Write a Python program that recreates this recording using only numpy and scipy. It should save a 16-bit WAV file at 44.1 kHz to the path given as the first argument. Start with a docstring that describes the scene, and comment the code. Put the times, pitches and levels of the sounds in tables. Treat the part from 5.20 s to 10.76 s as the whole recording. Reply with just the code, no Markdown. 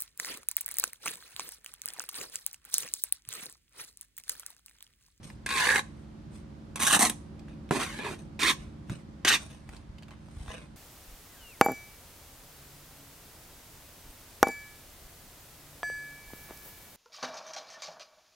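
"""An engine hums on an open site throughout, as wavering tones over noise; crumbs click and soft slides rub.
From 0.26 s a bricklayer spreads and drags mortar along concrete blocks: sand grains crack under a ringing
blade, and from 0.30 s narrow and broad squeals glide during the trowel work. From 1.56 s he strikes it off;
surplus slaps down as a struck board and a splat. He turns the heap from 2.51 s and scoops at 3.19 s and 4.05 s;
each push bites in, holds and dies away. From 3.40 s boots add dull bass pulses; late on, crumbs drop."""
import sys
import numpy as np
from scipy import signal
from scipy.fft import rfft, irfft, next_fast_len
from scipy.io import wavfile
from scipy.ndimage import uniform_filter1d

SR = 44100
rng = np.random.default_rng(int(sys.argv[2]) if len(sys.argv) > 2 else 0)


def output_pcm(signal):
    """Save a mono or channel-first signal as 16-bit PCM at the path in sys.argv[1].

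    Samples are clipped to [-1, 1] before scaling.
    """
    pcm = np.clip(np.atleast_2d(signal).T, -1, 1) * 32767
    wavfile.write(sys.argv[1], SR, np.round(pcm).astype(np.int16))


N = 245195
TIME = np.arange(N) / SR
BAND_EDGES_HZ = (800, 4500)   # support rumble | grinding edge | loose sand


def from_db(db):
    """Level to amplitude ratio: 20 dB is a factor of ten."""
    return 10 ** (np.asarray(db) / 20)


def rms_one(x):
    """Normalisation to unit root-mean-square."""
    return x / np.sqrt(np.mean(x ** 2) + 1e-20)


def butter(x, hz, kind, order=2):
    """Causal filtering with a maximally flat passband (Butterworth)."""
    return signal.sosfilt(signal.butter(order, hz, kind, fs=SR, output="sos"), x)


def drift(rate, size=N):
    """Random modulation: straight lines between Gaussian knots, `rate` knots a second."""
    knots = np.arange(size) / SR * rate
    return np.interp(knots, np.arange(4096), rng.standard_normal(4096))


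def coloured(x, spectrum):
    """Minimum-phase filtering: the cepstrum of a (f/Hz, level/dB) curve is folded to be causal."""
    size = 2 * next_fast_len(x.shape[-1] // 2 + 2048)
    hz, db = np.transpose(spectrum)
    bins_hz = np.arange(size // 2 + 1) * SR / size
    curve_db = np.interp(np.log(bins_hz + 1), np.log(hz), db)
    cepstrum = irfft(np.log(from_db(curve_db)))
    cepstrum[1:size // 2] *= 2
    cepstrum[size // 2 + 1:] = 0
    return irfft(rfft(x, size) * np.exp(rfft(cepstrum)))[..., :x.shape[-1]]


def resonance(x, hz, width_hz):
    """Damped resonance: a two-pole band-pass, whose width sets the decay, with gain 1 on top."""
    r = np.exp(-np.pi * width_hz / SR)
    poles = [1, -2 * r * np.cos(2 * np.pi * hz / SR), r * r]
    return signal.lfilter(np.array([1, 0, -1]) * (1 - r * r) / 2, poles, x)


def burst(t60, size=8192):
    """Exponential decay: noise that falls by 60 dB in t60 seconds."""
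    return rng.standard_normal(size) * from_db(-60 * TIME[:size] / t60)


def evened(x, window_s=0.06):
    """Level control: the short-term rms is held at 1 while finer grain remains."""
    return x / np.sqrt(np.abs(uniform_filter1d(x ** 2, round(window_s * SR))) + 1e-20)


def add(out, s, x):
    """Superposition: mix x into out from time s on."""
    start = round(s * SR)
    out[..., start:start + x.shape[-1]] += x[..., :N - start]


# scattering gain, weakest in the bass, with humps near 600 Hz and in the treble: (f/Hz, level/dB)
SCATTER_GAIN = [(200, -7), (600, 4), (1300, -1), (2500, 3), (5000, 2), (14000, 3)]
PATH_TURNS_PER_S = 3   # how fast the scattered paths change as the hand moves


def placed(x, pan_db, lag_ms, scatter_db, scatter_t60=0.056):
    """Inter-channel differences and scattering: lag and level differ by side; slab and blocks blur both."""
    direct = np.array([np.interp(TIME - lag_ms / 1000, TIME, x), x])
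    paths = np.array([burst(scatter_t60) for _ in range(4)])
    responses = coloured(paths / np.linalg.norm(paths[0]), SCATTER_GAIN)
    heard = signal.oaconvolve(x[None], responses, axes=1)[:, :N]
    # each side turns steadily between two independent paths
    angle = 2 * np.pi * PATH_TURNS_PER_S * TIME
    scatter = heard[:2] * np.cos(angle) + heard[2:] * np.sin(angle)
    mixed = (direct + from_db(scatter_db) * scatter) / np.sqrt(1 + from_db(scatter_db) ** 2 / 2)
    return mixed * from_db([[pan_db / 2], [-pan_db / 2]])


# engine lines, levels relative to one another: (f/Hz, level/dB)
ENGINE_LINES = [(73.0, -56), (109.7, -61.5), (146, -54.5), (165.5, -56), (200, -59.5), (219.0, -51.5),
                (274, -62.5), (292, -60.5), (310.7, -60.5), (346.5, -64.5), (383.3, -69), (547.5, -68.5)]
# the engine takes up load, then eases off; levels count relative to their median: (t/s, level/dB)
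ENGINE_LOAD = [(0, -55), (0.6, -52), (1.7, -49.5), (3.0, -49), (4.0, -52), (4.5, -56), (5.56, -55)]
# shape of the broad rumble's spectrum: (f/Hz, relative level/dB per Hz)
SITE_SPECTRUM = [(15, -51.5), (25, -27), (59, -1), (95, -6), (150, -6.5), (219, -12), (250, -14.5),
                 (354, -18.5), (462, -25), (543, -25.5), (673, -26), (1500, -32.5), (2300, -37.5),
                 (4500, -41.5), (10600, -53.5), (14000, -61), (15000, -89.5)]
# side signal relative to mid: (f/Hz, level/dB)
SIDE_TO_MID = [(60, -14.5), (250, -4), (700, 0.5), (3000, -2), (12000, 0.5)]


def site(hum_db=-3.0, noise_db=-50.0, waver_hz=0.25, flutter_db=1.24, pan_db=-.9):
    """Additive synthesis with frequency and amplitude modulation: engine lines over diffuse noise."""
    s, level_db = np.transpose(ENGINE_LOAD)
    load = from_db(np.interp(TIME, s, level_db - np.median(level_db)))
    hum = np.zeros(N)
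    for hz, db in ENGINE_LINES:
        amplitude = np.sqrt(2) * from_db(db + flutter_db * drift(24))
        phase = 2 * np.pi * np.cumsum(hz + waver_hz * drift(7.6)) / SR
        hum += amplitude * np.sin(phase)
    mid, side = rms_one(coloured(rng.standard_normal((2, N)), SITE_SPECTRUM))
    air = from_db(noise_db) * (mid + coloured(side, SIDE_TO_MID) * [[1], [-1]])
    # only the dull roar within the noise follows the load
    roar = butter(air, [150, 800], "band", order=1)
    sound = air + (load - 1) * roar + load * from_db(hum_db) * hum
    return sound * from_db(np.array([[1], [-1]]) * pan_db)


CARRY_S = (4.78, 4.95)   # smaller crumbs fall at random while the loaded trowel is lifted
SPILL_DB, SPILL_SPREAD_DB, SPILL_HZ = -47, 2.5, (888, 2990)   # peak, its spread, range of centres


def spill(count=3):
    """Random arrivals: crumbs off the loaded trowel, as rows (t/s, peak level/dB, f/Hz)."""
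    return [(rng.uniform(*CARRY_S), rng.normal(SPILL_DB, SPILL_SPREAD_DB), rng.uniform(*SPILL_HZ))
            for _ in range(count)]


# clear crumbs that drop and smacks of wet mortar, before placing: (t/s, peak level/dB, centre f/Hz)
CLEAR_CRUMBS = [(0.031, -45, 4500), (0.101, -38, 1970), (2.194, -44, 3500), (2.283, -43.5, 1504),
                (2.491, -40, 2990), (2.789, -29.5, 1800), (3.697, -30, 1640), (4.302, -44.5, 1169),
                (4.491, -34.5, 1420), (4.547, -44, 1700), (4.566, -39.5, 4650), (4.785, -39.5, 3160),
                (4.824, -41, 1950), (4.832, -40.5, 3500), (4.908, -41.5, 2000), (4.938, -49, 1500),
                (5.085, -44, 900), (5.169, -48, 1170), (5.261, -40, 600), (5.281, -34.5, 1300)]
# spectrum of the bare click: (f/Hz, relative level/dB per Hz)
CLICK_SPECTRUM = [(300, -17.5), (700, -3), (2000, -11), (4000, -13.5), (9000, -17.5), (14000, -22.5)]


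def crumbs(t60=0.014, ring_db=12, width_share=0.64):
    """Impulse exciting a resonance: a click pitched by the size of the crumb or air pocket."""
    out = np.zeros(N)
    for s, db, hz in CLEAR_CRUMBS + spill():
        click = coloured(burst(t60), CLICK_SPECTRUM)
        click = click + from_db(ring_db) * resonance(click, hz, width_share * hz)
        add(out, s, from_db(db) * click / np.abs(click).max())
    return out


# blade resonances, level over the plain excitation: (f/Hz, width f/Hz, level/dB)
BLADE_MODES = [(841, 17.6, 0), (1069, 120, 1), (1488, 20, -4), (1645, 50, -6.5), (1710, 170, -9),
               (2075, 200, -10), (2490, 42, -7.5), (2890, 17, -9), (3680, 460, -10), (6210, 360, -4),
               (8300, 660, -8)]


def blade(x):
    """Modal resonance: steel damped by mortar rings briefly on top of whatever drives it."""
    return x + sum(from_db(db) * resonance(x, hz, width_hz) for hz, width_hz, db in BLADE_MODES)


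def travelling(x, delay_ms=0.902, wander_ms=0.23, wanders_per_s=22, reflection=0.53):
    """Comb interference: waves return from the blade's far edge; the contact moves, so the bands shift."""
    t = TIME[:len(x)]
    delay_s = np.maximum(delay_ms + wander_ms * drift(wanders_per_s, len(x)), 0) / 1000
    return x + reflection * np.interp(t - delay_s, t, butter(x, BAND_EDGES_HZ[0], "high"))


def stick_slip(size, slips_per_s, depth_db, slip_s, uneven_db=2.1):
    """Stick-slip friction: the edge sticks, then lets go in a sharp fading rasp, at uneven intervals."""
    intervals = rng.uniform(.5, 1.5, 200)
    starts = np.concatenate([[0], np.cumsum(intervals)]) / slips_per_s
    strengths = from_db(depth_db + uneven_db * np.clip(rng.standard_normal(201), -1.5, 1.5))
    latest = np.searchsorted(starts, TIME[:size], "right") - 1
    return 1 + strengths[latest] * np.exp(-(TIME[:size] - starts[latest]) / slip_s)


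def scrape(start, pressure_db, levels_db, colour, grains_per_s, judder_db, slips_per_s, slip_s,
           grain_spread_db=2.5, flicker_db=0.5):
    """Granular friction: sand cracks in stick-slip clumps; pressure drives all three bands together."""
    size = len(pressure_db)
    chance, sizes = rng.random(N)[:size], rng.exponential(1, N)[:size]
    sand = rng.standard_normal(N)[:size]
    strengths = from_db(grain_spread_db * np.minimum(sizes, 2))
    grains = (chance < grains_per_s / SR) * np.sign(sand) * strengths
    rasp = (rms_one(grains) + 0.3 * sand) * stick_slip(size, slips_per_s, judder_db, slip_s)
    body = blade(travelling(coloured(rasp, colour)))
    # the support rumbles, the edge grinds, loose sand hisses
    bands = (butter(body, BAND_EDGES_HZ[0], "low", order=4),
             butter(body, BAND_EDGES_HZ, "band", order=4),
             butter(body, BAND_EDGES_HZ[1], "high", order=5))
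    sound = np.zeros(size)
    for band, db in zip(bands, levels_db):
        flickering = band * from_db(flicker_db * drift(200, size))
        sound += evened(flickering) * from_db(db + pressure_db)
    out = np.zeros(N)
    add(out, start, sound * signal.windows.tukey(size, .02))
    return out


# slides of mortar and boot soles, levels at full swell before placing:
# (loudest at t/s, rise t/s, fall t/s, grinding level/dB, sandy hiss level/dB)
SOFT_SLIDES = [(0.041, 0.02, 0.12, -60, -54.5), (0.78, 0.095, 0.18, -73, -74),
               (1.155, 0.055, 0.084, -64, -61), (2.285, .012, 0.093, -60.5, -71),
               (2.99, 0.037, 0.093, -64.5, -62), (3.40, 0.062, 0.15, -60, -65),
               (3.715, 0.045, 0.11, -53, -56.5), (4.21, 0.056, 0.15, -56, -55.5),
               (4.31, .04, 0.15, -60, -61.5), (4.54, .1, 0.1, -58.5, -63),
               (4.915, 0.021, 0.075, -59.5, -73), (5.22, 0.23, 0.34, -63, -62),
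               (5.31, 0.05, 0.16, -46.5, -55)]
# spectrum of the rubbing: (f/Hz, relative level/dB per Hz)
SLIDING_SPECTRUM = [(280, -11), (470, 2), (700, -5.5), (1150, -7.5), (1500, -7), (2590, -7.5),
                    (3600, -14.5), (5000, -22), (6200, -21.5), (7400, -28.5), (8100, -18.5), (9000, -19),
                    (14000, -36), (15000, -51)]


def slides(range_db=21, rumble_db=-2.5):
    """Light granular friction: sparse grains swell and fade; rumble_db is relative to the grinding."""
    out = np.zeros(N)
    for s, rise_s, fall_s, grinding_db, hiss_db in SOFT_SLIDES:
        length_s = rise_s + fall_s
        swell_db = np.interp(TIME[:round(length_s * SR)], [0, rise_s, length_s], [-range_db, 0, -range_db])
        levels_db = grinding_db + rumble_db, grinding_db, hiss_db
        out += scrape(max(s - rise_s, 0), swell_db, levels_db, SLIDING_SPECTRUM,
                      grains_per_s=400, judder_db=-0.5, slips_per_s=60, slip_s=0.0021)
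    return out


BITE_DB = 10   # a push starts this far under its full level
RELEASE_DEPTH_DB = 36   # fall over which the release is played out


def push(length_s, attack_s, release_db_per_s, unsteady_db=1.33, unsteady_per_s=45):
    """Attack, hold and release of pressure in dB: the blade bites in, rides the lumps and lifts off."""
    t = TIME[:round((length_s + RELEASE_DEPTH_DB / release_db_per_s) * SR)]
    bite_db = -BITE_DB * np.maximum(1 - t / attack_s, 0)
    release_db = -release_db_per_s * np.maximum(t - length_s, 0)
    return bite_db + release_db + unsteady_db * drift(unsteady_per_s, len(t))


def taps(rows, colour, t60):
    """Impact excitation: short cracks ring the blade; nominal peak is three times the early rms."""
    out = np.zeros(N)
    for s, db in rows:
        crack = blade(coloured(burst(t60), colour))
        early_rms = crack[:130].std()   # first 3 ms
        add(out, s, from_db(db) * crack / (3 * early_rms))
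    return out


# pushes of the trowel, levels at full pressure before placing: (task, start t/s, release t/s,
# time to full pressure t/s, rumble of block or board level/dB, grinding level/dB, sandy hiss level/dB)
PUSHES = [ ("spread", 0.264, 0.326, 0.055, -46, -36, -42), ("spread", 0.326, 0.451, 0.031, -43, -30, -36.5),
          ("drag", 0.449, 0.592, 0.0056, -40.5, -31, -37),
          ("strike off", 1.557, 1.555, 0.0028, -42.5, -34, -38.5),
          ("strike off", 1.594, 1.606, .008, -44.5, -33, -34.5),
          ("strike off", 1.612, 1.637, 0.012, -44.5, -27, -28),
          ("strike off", 1.650, 1.710, 0.012, -44.5, -27, -26.5),
          ("strike off", 1.719, 1.757, 0.0044, -41.5, -26.5, -28),
          ("strike off", 1.791, 1.835, 0.0025, -35.5, -28, -24.5),
          ("strike off", 1.842, 1.8674, 0.0047, -34.5, -30, -29),
          ("strike off", 1.897, 1.902, 0.0013, -39.5, -43.5, -47),
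          ("turn", 2.510, 2.575, 0.0061, -34.5, -38.5, -41.5),
          ("turn", 2.590, 2.635, 0.01, -43.5, -34, -39), ("turn", 2.655, 2.785, 0.0066, -55, -45, -53),
          ("turn", 2.786, 2.805, 0.00286, -44, -43.5, -64), ("turn", 2.810, 2.872, 0.061, -41, -37.5, -50),
          ("turn", 2.880, 2.926, 0.0036, -44, -46.5, -51), ("scoop", 3.191, 3.3105, 0.032, -38.5, -28, -32),
          ("scoop", 4.047, 4.068, 0.0026, -37.5, -28.5, -36),
          ("scoop", 4.072, 4.090, 0.0081, -46.5, -21, -23),
          ("scoop", 4.096, 4.120, 0.0078, -41, -26.5, -32.5),
          ("scoop", 4.121, 4.152, 0.0063, -40, -25, -30), ]
# the edge lands or catches hard on a stone, before placing: (t/s, nominal peak level/dB)
STONE_CATCHES = [(0.262, -19), (0.290, -20), (0.306, -20), (0.311, -22), (0.373, -16), (0.455, -14),
                 (0.469, -11.5), (0.490, -8), (0.502, -12.5), (0.509, -10), (0.525, -14.5), (0.533, -16),
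                 (0.550, -18), (0.558, -9.5), (0.593, -15), (1.558, -24.5), (1.602, -17.5), (1.624, -18),
                 (1.632, -15), (1.649, -16.5), (1.668, -14), (1.727, -12), (1.752, -11), (1.763, -11.5),
                 (1.792, -10), (1.799, -12.5), (1.828, -12), (1.897, -14), (2.509, -12), (3.232, -13),
                 (3.298, -15.5), (3.314, -24), (4.049, -10), (4.078, -12), (4.085, -14.5)]


def stroke(task, colour, grains_per_s, judder_db, slips_per_s, slip_s, release_db_per_s,
           pan_db, lag_ms, scatter_db):
    """Friction and impact together: the pushes of one task, with the catches that fall among them."""
    rows = [row[1:] for row in PUSHES if row[0] == task]
    grinding = np.zeros(N)
    for start, end, attack_s, *levels_db in rows:
        pressure_db = push(end - start, attack_s, release_db_per_s)
        grinding += scrape(start, pressure_db, levels_db, colour, grains_per_s, judder_db, slips_per_s, slip_s)
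    first_s, last_s = rows[0][0] - .004, rows[-1][1] + .004
    inside = [row for row in STONE_CATCHES if first_s < row[0] < last_s]
    catches = taps(inside, colour, t60=0.021)
    return placed(grinding, pan_db, lag_ms, scatter_db) + placed(catches, pan_db, lag_ms, scatter_db=-6.5)


# blade spreading on block: (f/Hz, relative level/dB per Hz)
SPREADING_SPECTRUM = [(120, -42), (200, -11), (400, -10.5), (630, -17.5), (850, -6), (1050, -4),
                      (1300, -9.5), (1600, 1.5), (2150, -1.5), (2800, -3.5), (3120, -9), (3900, -6),
                      (5390, -15.5), (6300, -16.5), (9480, -12.5), (14200, -24), (15500, -58)]


def spreading():
    """Stick-slip friction on the course of blocks, with a fast release."""
    return stroke("spread", SPREADING_SPECTRUM, grains_per_s=2000, judder_db=5.0, slips_per_s=150,
                  slip_s=0.0016, release_db_per_s=1093, pan_db=-1.5, lag_ms=0.028, scatter_db=-1.0)


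# friction locks onto one resonance for a moment, levels before placing:
# (start t/s, end t/s, first f/Hz, last f/Hz, width f/Hz, rms level/dB)
SQUEAL_GLIDES = [(0.301, 0.417, 1130, 1017, 11.5, -36.5), (0.385, 0.473, 1018, 968, 25, -39.5),
                 (0.35, 0.402, 2150, 2055, 780, -37), (0.490, 0.578, 1680, 1610, 200, -33.5),
                 (1.656, 1.742, 1178, 1076, 130, -43), (1.704, 1.715, 1136, 1120, 71, -28.5),
                 (1.785, 1.86, 719, 820, 322, -31), (2.598, 2.64, 1019, 1072, 216, -44),
                 (2.780, 2.87, 2460, 2404, 110, -50), (3.23, 3.241, 3600, 3520, 304, -28),
                 (3.237, 3.283, 1603, 2303, 324, -30.5), (3.268, 3.32, 3640, 3560, 790, -28),
                 (4.073, 4.09, 3480, 3680, 900, -25.5), (4.090, 4.133, 1796, 1547, 600, -29),
                 (4.127, 4.156, 3650, 3710, 640, -29.5), (4.140, 4.168, 2550, 2320, 290, -35.5)]


def squeals():
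    """Friction-driven resonance: a rough, narrow or broad ring glides as the contact moves along the blade."""
    out = np.zeros(N)
    for start, end, first_hz, last_hz, width_hz, db in SQUEAL_GLIDES:
        size = max(round((end - start) * SR), 64)
        phase = 2 * np.pi * np.cumsum(np.geomspace(first_hz, last_hz, size)) / SR
        # two random quadrature parts make a band of noise around the gliding tone
        ring = drift(width_hz, size) * np.cos(phase) + drift(width_hz, size) * np.sin(phase)
        ring = evened(ring, window_s=0.0066)
        add(out, start, from_db(db) * rms_one(ring * signal.windows.tukey(size, .7)))
    return out


# blade dragged on block: (f/Hz, relative level/dB per Hz)
DRAGGING_SPECTRUM = [(120, -33), (200, -12), (400, -5.5), (520, -6.5), (630, -21), (812, -1.5),
                     (1030, -3.5), (1300, -8), (1560, 6), (2060, 4), (2500, -4.5), (3100, -11), (3900, -8),
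                     (5390, -19), (9480, -15.5), (14200, -25), (15500, -60)]


def dragging():
    """Stick-slip friction with fewer, deeper slips than spreading."""
    return stroke("drag", DRAGGING_SPECTRUM, grains_per_s=2000, judder_db=9.5, slips_per_s=105,
                  slip_s=0.0023, release_db_per_s=1093, pan_db=-1.0, lag_ms=0.031, scatter_db=-2.0)


# blade striking off the course: (f/Hz, relative level/dB per Hz)
STRIKING_OFF_SPECTRUM = [(88, -52.5), (150, -15), (217, 9), (509, -7.5), (844, -2.5), (985, -5.5),
                         (1090, -4), (1400, -8.5), (1700, -2), (2230, -8), (3830, -7), (5030, -13.5),
                         (6100, -3.5), (7000, -4.5), (9360, 2), (13500, -8), (15500, -34)]


def striking_off():
    """Strong stick-slip friction: the deepest judder of all the tasks."""
    return stroke("strike off", STRIKING_OFF_SPECTRUM, grains_per_s=4000, judder_db=15.5, slips_per_s=125,
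                  slip_s=0.0033, release_db_per_s=520.0, pan_db=-1.5, lag_ms=0.024, scatter_db=-5.0)


# wet mortar lands, levels before placing:
# (t/s, thud peak level/dB, lowest ring f/Hz, contact t/ms, splat level/dB relative to the thud)
MORTAR_SLAPS = [(1.766, -23.5, 213, 2.6, 3), (2.509, -13, 166, 1.23, -3), (3.699, -25, 126, 6, -26),
                (3.716, -24.5, 194, 3.4, -25)]
# modes of what it lands on: (ratio to the lowest ring, level/dB, t60 t/s)
BOARD_MODES = [(1, -1, 0.066), (1.45, -2, 0.069), (1.95, 7, 0.045), (2.6, -1, .04)]


def slaps(splat_t60=0.04, splat_hz=1300):
    """Impact of a soft mass on a modal body: longer contact, duller thud; the lump also splatters."""
    out, t = np.zeros(N), TIME[:8192]
    for s, db, hz, contact_ms, splat_db in MORTAR_SLAPS:
        ring = sum(from_db(mode_db - 60 * t / t60) * np.sin(2 * np.pi * hz * ratio * t)
                   for ratio, mode_db, t60 in BOARD_MODES)
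        force = np.sin(np.pi * np.minimum(1000 * t / contact_ms, 1))   # half-sine contact
        thud = butter(signal.fftconvolve(ring, force)[:len(t)], 140, "high")
        splat = butter(burst(splat_t60), [600, splat_hz], "band")
        thud = thud / np.abs(thud).max()
        splat = from_db(splat_db) * splat / np.abs(splat).max()
        add(out, s, from_db(db) * (thud + splat))
    return out


# blade turning the heap on the board: (f/Hz, relative level/dB per Hz)
TURNING_SPECTRUM = [(88, -21), (150, 9), (308, 9), (440, 3.5), (620, -4.5), (1020, -9), (1400, -9.5),
                    (1750, -8), (2400, -10), (3300, -14.5), (5230, -21.5), (8660, -19), (10700, -19),
                    (13500, -29), (15500, -59)]


def turning():
    """Granular friction with shallow stick-slip and the slowest release."""
    return stroke("turn", TURNING_SPECTRUM, grains_per_s=3000, judder_db=-6, slips_per_s=110,
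                  slip_s=0.0046, release_db_per_s=383, pan_db=-1.5, lag_ms=0.031, scatter_db=-2.5)


# blade scooping on the board: (f/Hz, relative level/dB per Hz)
SCOOPING_SPECTRUM = [(76, -56.5), (130, -16.5), (307, 0), (571, -14), (780, -12.5), (1110, -8), (1380, -6),
                     (1720, -2.5), (2400, -2), (2950, -5.5), (3670, -6.5), (5200, -13.5), (6500, -12),
                     (7500, -16), (9030, -14), (11000, -20), (13200, -17.5), (14600, -41), (15500, -80)]


def scooping():
    """Granular friction with the densest grains and the most frequent slips."""
    return stroke("scoop", SCOOPING_SPECTRUM, grains_per_s=5000, judder_db=-2.0, slips_per_s=200,
                  slip_s=.002, release_db_per_s=755.0, pan_db=-1.8, lag_ms=0.02, scatter_db=-5.5)


# dull bumps as he shifts his weight, before the high-pass: (t/s, nominal peak level/dB)
WEIGHT_SHIFTS = [(3.402, -34), (3.47, -36), (4.488, -36.5), (4.692, -31), (5.167, -30.5), (5.204, -29),
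                 (5.282, -30.5)]


def bumps(bump_hz=58, swell_s=0.0039):
    """Heavily damped low-frequency oscillation: a brief pulse of deep bass, high-passed."""
    out, t = np.zeros(N), TIME[:8192]
    for s, db in WEIGHT_SHIFTS:
        envelope = t / swell_s * np.exp(1 - t / swell_s)
        add(out, s, from_db(db) * np.sin(2 * np.pi * bump_hz * t) * envelope)
    return butter(out, 39, "high")


# colour of the tail returned by the site: (f/Hz, level/dB)
ECHO_GAIN = [(100, -17.5), (500, -13), (1200, -18), (2000, -20.5), (3700, -18.5), (6000, -15), (9000, -16),
             (14000, -30)]


def surroundings(x, t60=0.31):
    """Reverberation: a faint, exponentially decaying tail comes back from the walls around the site."""
    paths = np.array([burst(t60, size=SR), burst(t60, size=SR)])
    responses = coloured(paths / np.linalg.norm(paths[0]), ECHO_GAIN)
    return signal.fftconvolve(x, responses, axes=1)[:, :N]


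def scene():
    """Superposition: trowel work and small sounds with their reverberation, bass bumps and the site."""
    work = placed(crumbs(), pan_db=-1, lag_ms=.015, scatter_db=-5)
    work += placed(slides(), pan_db=0.0, lag_ms=0.0058, scatter_db=1.0)
    work += spreading() + dragging() + striking_off() + turning() + scooping()
    work += placed(squeals() + slaps(), pan_db=-2.5, lag_ms=0.03, scatter_db=-8.5)
    return site() + work + surroundings(work) + bumps()


def record(dry):
    """Transducer response and saturation: a narrow treble dip, rounded peaks and a steep top cut."""
    ceiling = .6
    heard = dry - resonance(dry, hz=11590, width_hz=900)
    return butter(ceiling * np.tanh(heard / ceiling), 15600, "low", order=20)


dry = scene()
out = record(dry)
output_pcm(out)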